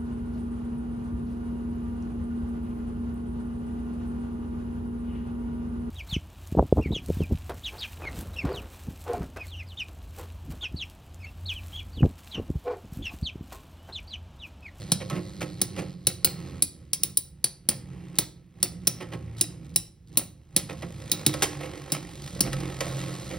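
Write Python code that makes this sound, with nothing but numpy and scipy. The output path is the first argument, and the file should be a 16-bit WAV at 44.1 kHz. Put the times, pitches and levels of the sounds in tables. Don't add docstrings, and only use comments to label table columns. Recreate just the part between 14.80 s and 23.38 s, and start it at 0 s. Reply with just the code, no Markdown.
import sys
import numpy as np
from scipy import signal
from scipy.fft import rfft, irfft, next_fast_len
from scipy.io import wavfile
from scipy.ndimage import map_coordinates

SR = 44100
rng = np.random.default_rng(int(sys.argv[2]) if len(sys.argv) > 2 else 0)


def dump_mix(stems):
    frames = np.atleast_2d(stems).T
    limited = np.clip(frames, -1, 1)
    pcm = np.round(limited * 32767).astype(np.int16)
    wavfile.write(sys.argv[1], SR, pcm)


N = 378378
HIT_SIZE = 2 ** 14
GRIT_DB, GRIT_HZ = 4, 220
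BOWL_LAG_S = 0.012

# f/Hz, width/Hz, level/dB
BOWL_MODES = [(66.6, 18, 10), (110, 12, 2), (136, 22, 11.5), (174, 18, 12.5), (215.7, 16.5, 6),
              (306, 20, 12), (356, 22, 14), (521, 38, 12.5), (700, 40, 3), (799, 36, 5), (1092, 40, 6),
              (1291, 45, 7), (1389, 35, 3.5), (1900, 150, 2), (2740, 40, 1), (3120, 80, 0)]
# f/Hz, level/dB
DRUM_SPECTRUM = [(20, -29), (38, -16), (58, -5.5), (125, 2), (200, -5), (280, -15.5), (450, -21),
                 (800, -39.5), (2500, -49)]
SIZZLE_SPECTRUM = [(500, -18.5), (2500, -11), (3900, -1.5), (4700, -5), (6100, -7), (7700, -2.5),
                   (9500, -11), (12000, -15.5), (16000, -23)]
THUMP_SPECTRUM = [(25, -42.5), (60, -12.5), (130, 6), (300, 1), (500, -9.5), (900, -17), (2000, -19.5),
                  (6000, -60)]
RATTLE_SPECTRUM = [(100, -28), (240, -12), (350, 2), (600, 4), (1100, 0), (1500, -4), (2200, 3.5),
                   (3200, -1), (5500, -5), (8000, -3), (11000, -11), (16000, -19.5)]


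def amp(db):
    return 10 ** (np.asarray(db) / 20)


def unit(x):
    return x / np.sqrt(np.mean(x ** 2) + 1e-20)


def along(points, hz):
    f, v = np.transpose(points)
    return np.interp(np.log(hz + 1), np.log(f + 1), v)


def curves(rows):
    s, *cols = np.transpose(rows)
    return [np.interp(np.arange(N) / SR, s, c) for c in cols]


def wobble(rate_hz):
    knots = rng.standard_normal(int(N * rate_hz / SR) + 4)
    return map_coordinates(knots, [np.arange(N) * rate_hz / SR])


def filtered(x, response):
    size = next_fast_len(N + SR // 2)
    return irfft(rfft(x, size) * response(np.fft.rfftfreq(size, 1 / SR)), size)[..., :N]


def shaped(x, spectrum):
    return filtered(x, lambda hz: amp(along(spectrum, hz)))


def resonance(hz, centre_hz, width_hz):
    return 1 / np.sqrt(1 + (2 * (hz - centre_hz) / width_hz) ** 2)


def body(spectrum, modes, hz):
    peaks = sum((amp(db) * resonance(hz, f, width)) ** 2 for f, width, db in modes)
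    return amp(along(spectrum, hz)) * np.sqrt(1 + peaks)


def hit_axes():
    return np.arange(HIT_SIZE) / SR, np.fft.rfftfreq(HIT_SIZE, 1 / SR)


def struck(force, gain):
    cepstrum = irfft(np.log(np.maximum(gain, 1e-6)))
    cepstrum[1:HIT_SIZE // 2] *= 2
    cepstrum[HIT_SIZE // 2 + 1:] = 0
    return irfft(rfft(force) * np.exp(rfft(cepstrum)))


def levelled(x, lo_hz, hi_hz, span_s):
    hz = np.fft.rfftfreq(HIT_SIZE, 1 / SR)
    band = irfft(rfft(x) * ((hz > lo_hz) & (hz < hi_hz)))
    return x * np.sqrt(span_s * SR / (np.sum(band ** 2) + 1e-20))


def add(track, s, sound):
    start = max(round(s * SR), 0)
    part = track[start:start + len(sound)]
    part += sound[:len(part)]


def spinning(spin_hz, second_touch):
    angle = 2 * np.pi * np.cumsum(spin_hz * (1 + 0.0038 * wobble(8))) / SR
    hum = sum(amp(along(DRUM_SPECTRUM, k * spin_hz) + 4 * wobble(7))
              * np.sin(k * angle + rng.uniform(0, 2 * np.pi)) for k in range(1, 7))
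    touch = lambda phase: np.exp(4 * (np.cos(phase) - 1))
    return hum, touch(angle) + second_touch * touch(angle + np.pi)


def wall(hz):
    # f/Hz, width/Hz, level/dB
    modes = [(523, 38, -2.5), (563, 33, -7.5), (690, 17, -9), (1095, 43, -10), (1295, 18, -13),
             (1410, 21, -16), (1567, 30, -17.5), (1955, 140, -14.5)]
    return np.sqrt(sum((amp(db) * resonance(hz, f, width)) ** 2 for f, width, db in modes))


def tips():
    # t/s, scrape/dB, drum/dB, sizzle/dB re scrape
    run = [(0, -53.5, -41, -0.5), (.8, -53.5, -41, -4.5), (1.7, -52, -39, -4), (3.1, -57, -44, -9),
           (4.4, -55, -45, -9.5), (4.8, -58.5, -44, -9.5), (6, -55, -44, -3), (6.6, -45, -41.5, -2),
           (7.05, -46.5, -49, -7.5), (7.35, -50, -46, 0), (7.65, -46, -37.5, -1), (7.87, -45.5, -41, -6),
           (8.1, -44, -39.5, 0), (8.58, -44, -42, -4.5)]
    # t/s, f/Hz
    spin = [(0, 100), (.6, 97), (1.15, 91), (3.2, 65.5), (4.5, 57), (6.2, 52), (7.45, 46.3), (8.58, 43)]
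    # f/Hz, level/dB
    scrape_spectrum = [(100, -27), (300, 10.5), (550, 1.5), (900, 5), (1400, -0.5), (2200, 7), (3200, 0),
                       (4000, -8.5), (5000, -10), (8000, -7), (16000, -25)]
    whirr_spectrum = [(2500, -30), (3600, -10.5), (4150, 3.5), (4600, -1.5), (5400, -9.5), (7000, -31.5)]
    lean_s, launch_s = 8.0, 1.75
    t = np.arange(N) / SR
    scrape_db, drum_db, sizzle_db = curves(run)
    calm_db = calm(t)
    wobbly_hum, wobbly_press = spinning(curves(spin)[0], second_touch=.8 * (t > lean_s))
    other_hum, other_press = spinning(104 * np.exp(-.055 * t), second_touch=0)
    bite = lambda: amp(3.5 * np.tanh(wobble(45)))
    press = wobbly_press * bite() + .3 * other_press * bite()
    friction = lambda depth: rng.standard_normal(N) * amp(2 * wobble(500)) * (1 + depth * press)
    rumble = unit(filtered(rng.standard_normal(N), lambda hz: body(DRUM_SPECTRUM, BOWL_MODES, hz)))
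    drum = unit(1.1 * unit(wobbly_hum + other_hum) + rumble)
    spots = [[(f, width, db + rng.normal(1, 3)) for f, width, db in BOWL_MODES] for _ in range(3)]
    scrape = np.zeros(N)
    for modes in spots:
        weight = amp(5 * np.tanh(wobble(5)))
        scrape += weight * filtered(friction(1.15), lambda hz: body(scrape_spectrum, modes, hz))
    hollow = unit(filtered(friction(1.15) * amp(GRIT_DB * wobble(GRIT_HZ / 2)), wall))
    hollow *= amp(-10.5 + 0.52 * (scrape_db - scrape_db.mean()) + 2 * wobble(9))
    sizzle = unit(shaped(friction(1.5), SIZZLE_SPECTRUM))
    whirr = unit(shaped(friction(3), whirr_spectrum)) / (1 + (t / launch_s) ** 12)
    grip_db = scrape_db - calm_db + 1.2 * wobble(20)
    return (amp(drum_db - 0.84 * calm_db + 1.9) * drum
            + amp(grip_db + 0.5) * (unit(scrape) + hollow)
            + amp(grip_db + sizzle_db) * sizzle
            + amp(-59 - calm_db) * whirr)


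def clacks():
    # t/s, level/dB, 3 clanks/dB re level, 15 kHz glint/dB, thump/dB, rattle/dB, chatter/s
    clashes = [(0.1187, -17.5, -15, -12.5, -14, -9, -26, -58, 0.0037),
               (0.8152, -18, -17.5, -16, -14, -2, -29, -56, 0.0065),
               (1.2697, -15.5, -11.5, -13, -15.5, -6.5, -29.5, -50.5, 0.0048),
               (1.4461, -16, -28.5, -8, -16.5, 0, -31.5, -46.5, 0.0047),
               (1.8225, -14, -18.5, -17, -22, -7.5, -37, -72, 0.0045),
               (2.1325, -20, -18, -19.5, -10.5, -7, -46.5, -65.5, 0.0029),
               (2.2335, -19, -16, -17, -12.5, -0.5, -44, -70, 0.004),
               (2.372, -15.5, -23, -21, -18, -4.5, -47.5, -78, 0.0054),
               (2.642, -16.5, -23, -10.5, -18.5, -12.5, -39, -56.5, 0.0045),
               (2.888, -15.5, -23.5, -13.5, -17.5, -6, -30, -48.5, 0.0047),
               (3.386, -17.5, -11, -12, -15, 0, -29.5, -51, .004),
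               (3.8283, -16.5, -19.5, -13.5, -13.5, -3.5, -30.5, -51, .0025),
               (4.0712, -17, -15, -19.5, -7.5, -1, -32.5, -55, 0.0081),
               (4.6105, -16, -14, -23, -13.5, -12, -32, -56.5, .004),
               (4.96, -16, -12.5, -33.5, -11, -6.5, -37, -65, 0.0049),
               (5.3726, -15.5, -15, -15.5, -21.5, -4, -31.5, -49.5, 0.0023),
               (5.7635, -15, -15, -12.5, -18, -6, -29, -47.5, 0.0037),
               (6.3162, -21.5, -4.5, -13.5, -12, -1, -38, -52, 0.0025),
               (6.4637, -17, -7.5, -14.5, -13, -5, -25, -48, 0.0047),
               (7.1201, -22.5, -11, -18, -8, -5, -30, -41, 0.00082),
               (7.6063, -17.5, -21, -11.5, -8, -11, -29, -52, 0.0056)]
    # f/Hz, width/Hz, level/dB
    rim_modes = [(8000, 400, 2), (9610, 260, 6.5), (10170, 160, 2), (10480, 340, 9), (15240, 220, 11),
                 (15630, 200, 5)]
    # f/Hz, width/Hz
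    clank_modes = [(3900, 190), (4450, 380), (5450, 560)]
    # f/Hz, level/dB
    crack_spectrum = [(100, -42.5), (700, -27.5), (1500, -21.5), (2500, -5.5), (4700, -8.5), (6000, 0),
                      (8000, 5.5), (9500, 4), (11500, -1.5), (14000, 4), (15700, -4.5), (17000, -16.5)]
    settle_s, jolt_t60_s = 0.011, 0.073
    metal, bowl = np.zeros(N), np.zeros(N)
    t, hz = hit_axes()
    mean_clank_db = np.mean(clashes, axis=0)[2:5].mean()
    for s, db, *clank_db, glint_db, thump_db, rattle_db, chatter_s in clashes:
        chatter = 1 / (1 + (t / chatter_s) ** 10) + 0.85 * np.exp(-t / settle_s)
        force = chatter * rng.standard_normal(HIT_SIZE)
        modes = [(f, width, level + rng.normal(0, 2.5)) for f, width, level in rim_modes]
        fuller_db = 1.1 * (np.mean(clank_db) - mean_clank_db)
        colour = amp(along([(3000, fuller_db + 0.5), (6200, fuller_db + 2), (7500, 2), (10000, 2.5),
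                            (11500, 0.95), (15000, glint_db + 7.5)], hz))
        ring = struck(force, body(crack_spectrum, modes, hz) * colour)
        add(metal, s, amp(db) * levelled(ring, 7500, 12000, .01))
        for (f, width), mode_db in zip(clank_modes, clank_db):
            clank = struck(chatter * rng.standard_normal(HIT_SIZE), resonance(hz, f, width))
            add(metal, s, amp(db + mode_db) * levelled(clank, f - 200, f + 200, .01))
        add(bowl, s, amp(rattle_db + 3.5) * landing_rattle(t, hz))
        jolt = amp(-60 * t / jolt_t60_s)
        add(bowl, s, amp(thump_db) * (amp(-6) * bending_wave(hz) + amp(0.5) * thump(jolt, hz)))
    return amp(-1) * metal + amp(-4.5) * bowl


def bending_wave(hz):
    ref_hz = 198.3
    delay_s = .008 * np.exp(rng.normal(0, .25))
    spot_db = along([(f, rng.normal(0, 3)) for f in (150, 300, 600)], hz)
    tilt_db = along([(70, -5.5), (350, 1), (600, 2.5)], hz)
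    gain = amp(along(THUMP_SPECTRUM, hz) + tilt_db + spot_db)
    phase = 4 * np.pi * delay_s * np.sqrt(ref_hz * hz)
    return levelled(irfft(gain * np.exp(-1j * phase)), 150, 900, .03)


def thump(jolt, hz, colour=1):
    force = rng.standard_normal(HIT_SIZE) * jolt
    return levelled(struck(force, body(THUMP_SPECTRUM, BOWL_MODES, hz) * colour), 150, 900, .03)


def landing_rattle(t, hz):
    land_s, t60_s = 0.032, 0.09
    bounces = amp(5 * map_coordinates(rng.standard_normal(200), [t * 250]))
    envelope = np.minimum(t / land_s, 1) * amp(-60 * np.maximum(t - land_s, 0) / t60_s)
    force = rng.standard_normal(HIT_SIZE) * bounces * envelope
    gain = body(RATTLE_SPECTRUM, BOWL_MODES, hz) * amp(along([(500, -3.5), (1500, 1)], hz))
    return levelled(struck(force, gain), 900, 3400, .07)


def skids():
    # t/s, level/dB, thump/dB, contact/s
    events = [(0.203, -41, -34, 0.021), (0.298, -38.5, -19.5, 0.084), (0.606, -35.5, -26.5, 0.022),
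              (0.961, -36.5, -25, 0.056), (4.202, -40, -32.5, 0.03), (4.318, -40.5, -30.5, 0.026),
              (5.89, -39.5, -31.5, 0.023), (6.021, -42.5, -29, 0.0065), (6.622, -26, -30, 0.012),
              (6.80, -38, -46, 0.062), (7.648, -39, -26, 0.031), (8.006, -38, -51, 0.021),
              (8.501, -41.5, -28.5, 0.038)]
    # f/Hz, level/dB
    heave = [(80, -11.5), (150, 0), (330, -0.5), (520, 4), (900, 3)]
    rise_share, t60_s = 0.053, 0.071
    rattle, bowl = np.zeros(N), np.zeros(N)
    t, hz = hit_axes()
    mean_db = np.mean(events, axis=0)[1]
    for s, db, thump_db, contact_s in events:
        grains = rng.standard_normal(HIT_SIZE) * amp(GRIT_DB * wobble(GRIT_HZ)[:HIT_SIZE])
        treble_db = -3.5 + 0.99 * (db - mean_db)
        colour = amp(along([(2500, 0.013), (6000, treble_db)], hz))
        rise = 1 - np.exp(-t / (rise_share * contact_s))
        contact = rise * amp(-60 * np.maximum(t - contact_s, 0) / t60_s)
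        ring = struck(grains * contact, body(RATTLE_SPECTRUM, BOWL_MODES, hz) * colour)
        add(rattle, s, amp(db) * levelled(ring, 700, 3500, .02))
        add(bowl, s + BOWL_LAG_S, amp(thump_db) * thump(contact, hz, colour=amp(along(heave, hz))))
    return amp(-0.5) * rattle + amp(-8.5) * bowl


def taps():
    # t/s, snap/dB, ring/dB
    events = [(0.299, -37.5, -43.5), (.608, -45, -42.5), (5.928, -49, -49), (6.023, -45, -44),
              (6.539, -31.5, -38), (6.622, -22.5, -39), (7.4756, -42, -65), (7.7301, -32, -40),
              (7.803, -41, -46), (8.0063, -28, -33)]
    # f/Hz, level/dB
    snap_spectrum = [(200, -25), (700, -4.5), (2000, 1), (6000, -0.5), (10000, -5.5), (16000, -18)]
    t60_s = 0.042
    out = np.zeros(N)
    t, hz = hit_axes()
    for s, snap_db, ring_db in events:
        force = rng.standard_normal(HIT_SIZE) * amp(-60 * t / t60_s)
        snap = struck(force, body(snap_spectrum, BOWL_MODES, hz))
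        ring = struck(force, wall(hz))
        add(out, s, amp(snap_db) * levelled(snap, 1500, 12000, .01))
        add(out, s + BOWL_LAG_S / 2, amp(ring_db) * levelled(ring, 400, 2200, .03))
    return out


def calm(t):
    # start/s, end/s, scrape drop/dB
    spells = [(1.05, 1.444, 8.5), (1.757, 2.226, 12.5), (2.234, 2.88, 16), (3.387, 3.773, 15),
              (4.946, 5.308, 16.5), (5.41, 5.725, 17)]
    fall_s, wake_s = 0.13, 0.087
    return sum(drop_db * np.clip((t - start) / fall_s, 0, 1) * np.clip((end - t) / wake_s + .5, 0, 1)
               for start, end, drop_db in spells)


def grazes():
    # t/s, level/dB
    events = [(3.355, -50.5), (3.802, -59), (4.569, -54), (4.583, -46), (4.846, -61), (4.893, -60.5),
              (4.941, -58.5), (5.274, -63), (5.328, -60), (5.981, -56)]
    gap_s, decay_s, loss_db = 0.0094, 0.0036, 2
    out = np.zeros(N)
    t, hz = hit_axes()
    for s, db in events:
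        for k in range(3):
            force = rng.standard_normal(HIT_SIZE) * np.exp(-t / decay_s)
            tick = struck(force, amp(along(SIZZLE_SPECTRUM, hz)))
            add(out, s + k * gap_s, amp(db - k * loss_db) * levelled(tick, 2000, 12000, .01))
    return out


def room(x):
    # f/Hz, t60/s
    decay = [(100, 0.8), (600, 0.46), (2000, 0.31), (4500, 0.33), (10000, 0.29), (15500, 0.23)]
    predelay_s = .006
    hz, t, noise = signal.stft(rng.standard_normal((3, SR // 2)), SR, nperseg=256)
    tails = signal.istft(noise * amp(-60 * t / along(decay, hz)[:, None]), SR, nperseg=256)[1]
    pair = tails[0] + .35 * tails[1:]
    pair = np.pad(pair / np.linalg.norm(pair[0]), ((0, 0), (round(predelay_s * SR), 0)))
    return signal.fftconvolve(x[None], pair, axes=1)[:, :N]


def scene():
    # f/Hz, level/dB
    hush_spectrum = [(20, -6), (70, 15), (200, -6.5), (700, -24.5), (3000, -29), (16000, -37.5)]
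    # f/Hz, level/dB
    balance = [(40, -2), (130, -2), (330, -6), (550, -9.5), (1000, -4.5), (1800, -0.5), (2800, -3),
               (4000, -1.5), (5200, 0), (16000, 0)]
    # f/Hz, phase/rad
    lead = [(100, 0), (700, .4), (1700, .05), (4300, .8), (5000, .1), (6000, 1.6), (6700, 2.7), (8000, 3.7),
            (9700, 5.7), (11200, 6.6), (13000, 9.1), (14000, 9.6), (16000, 12.5)]
    hits = clacks() + grazes()
    plastic = skids() + taps() + tips()
    hush = amp(-56) * unit(shaped(rng.standard_normal(N), hush_spectrum))
    second = np.arange(N) // SR
    echo = sum(room(hits * (second == k)) for k in np.unique(second))
    echo = shaped(echo, [(5000, -12), (10000, -18)])
    air = hits + plastic + hush + echo + amp(-11.5) * room(plastic)
    left = lambda hz: amp(along(balance, hz) / 2) * np.exp(.5j * along(lead, hz))
    return filtered(air, lambda hz: np.array([left(hz), 1 / left(hz)]))


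def record(dry):
    ceiling, cutoff_hz = .8, 16150
    rounded = dry / (1 + np.abs(dry / ceiling) ** 4) ** (1 / 4)
    return filtered(rounded, lambda hz: 1 / np.sqrt(1 + (hz / cutoff_hz) ** 120))


dry = scene()
out = record(dry)
dump_mix(out)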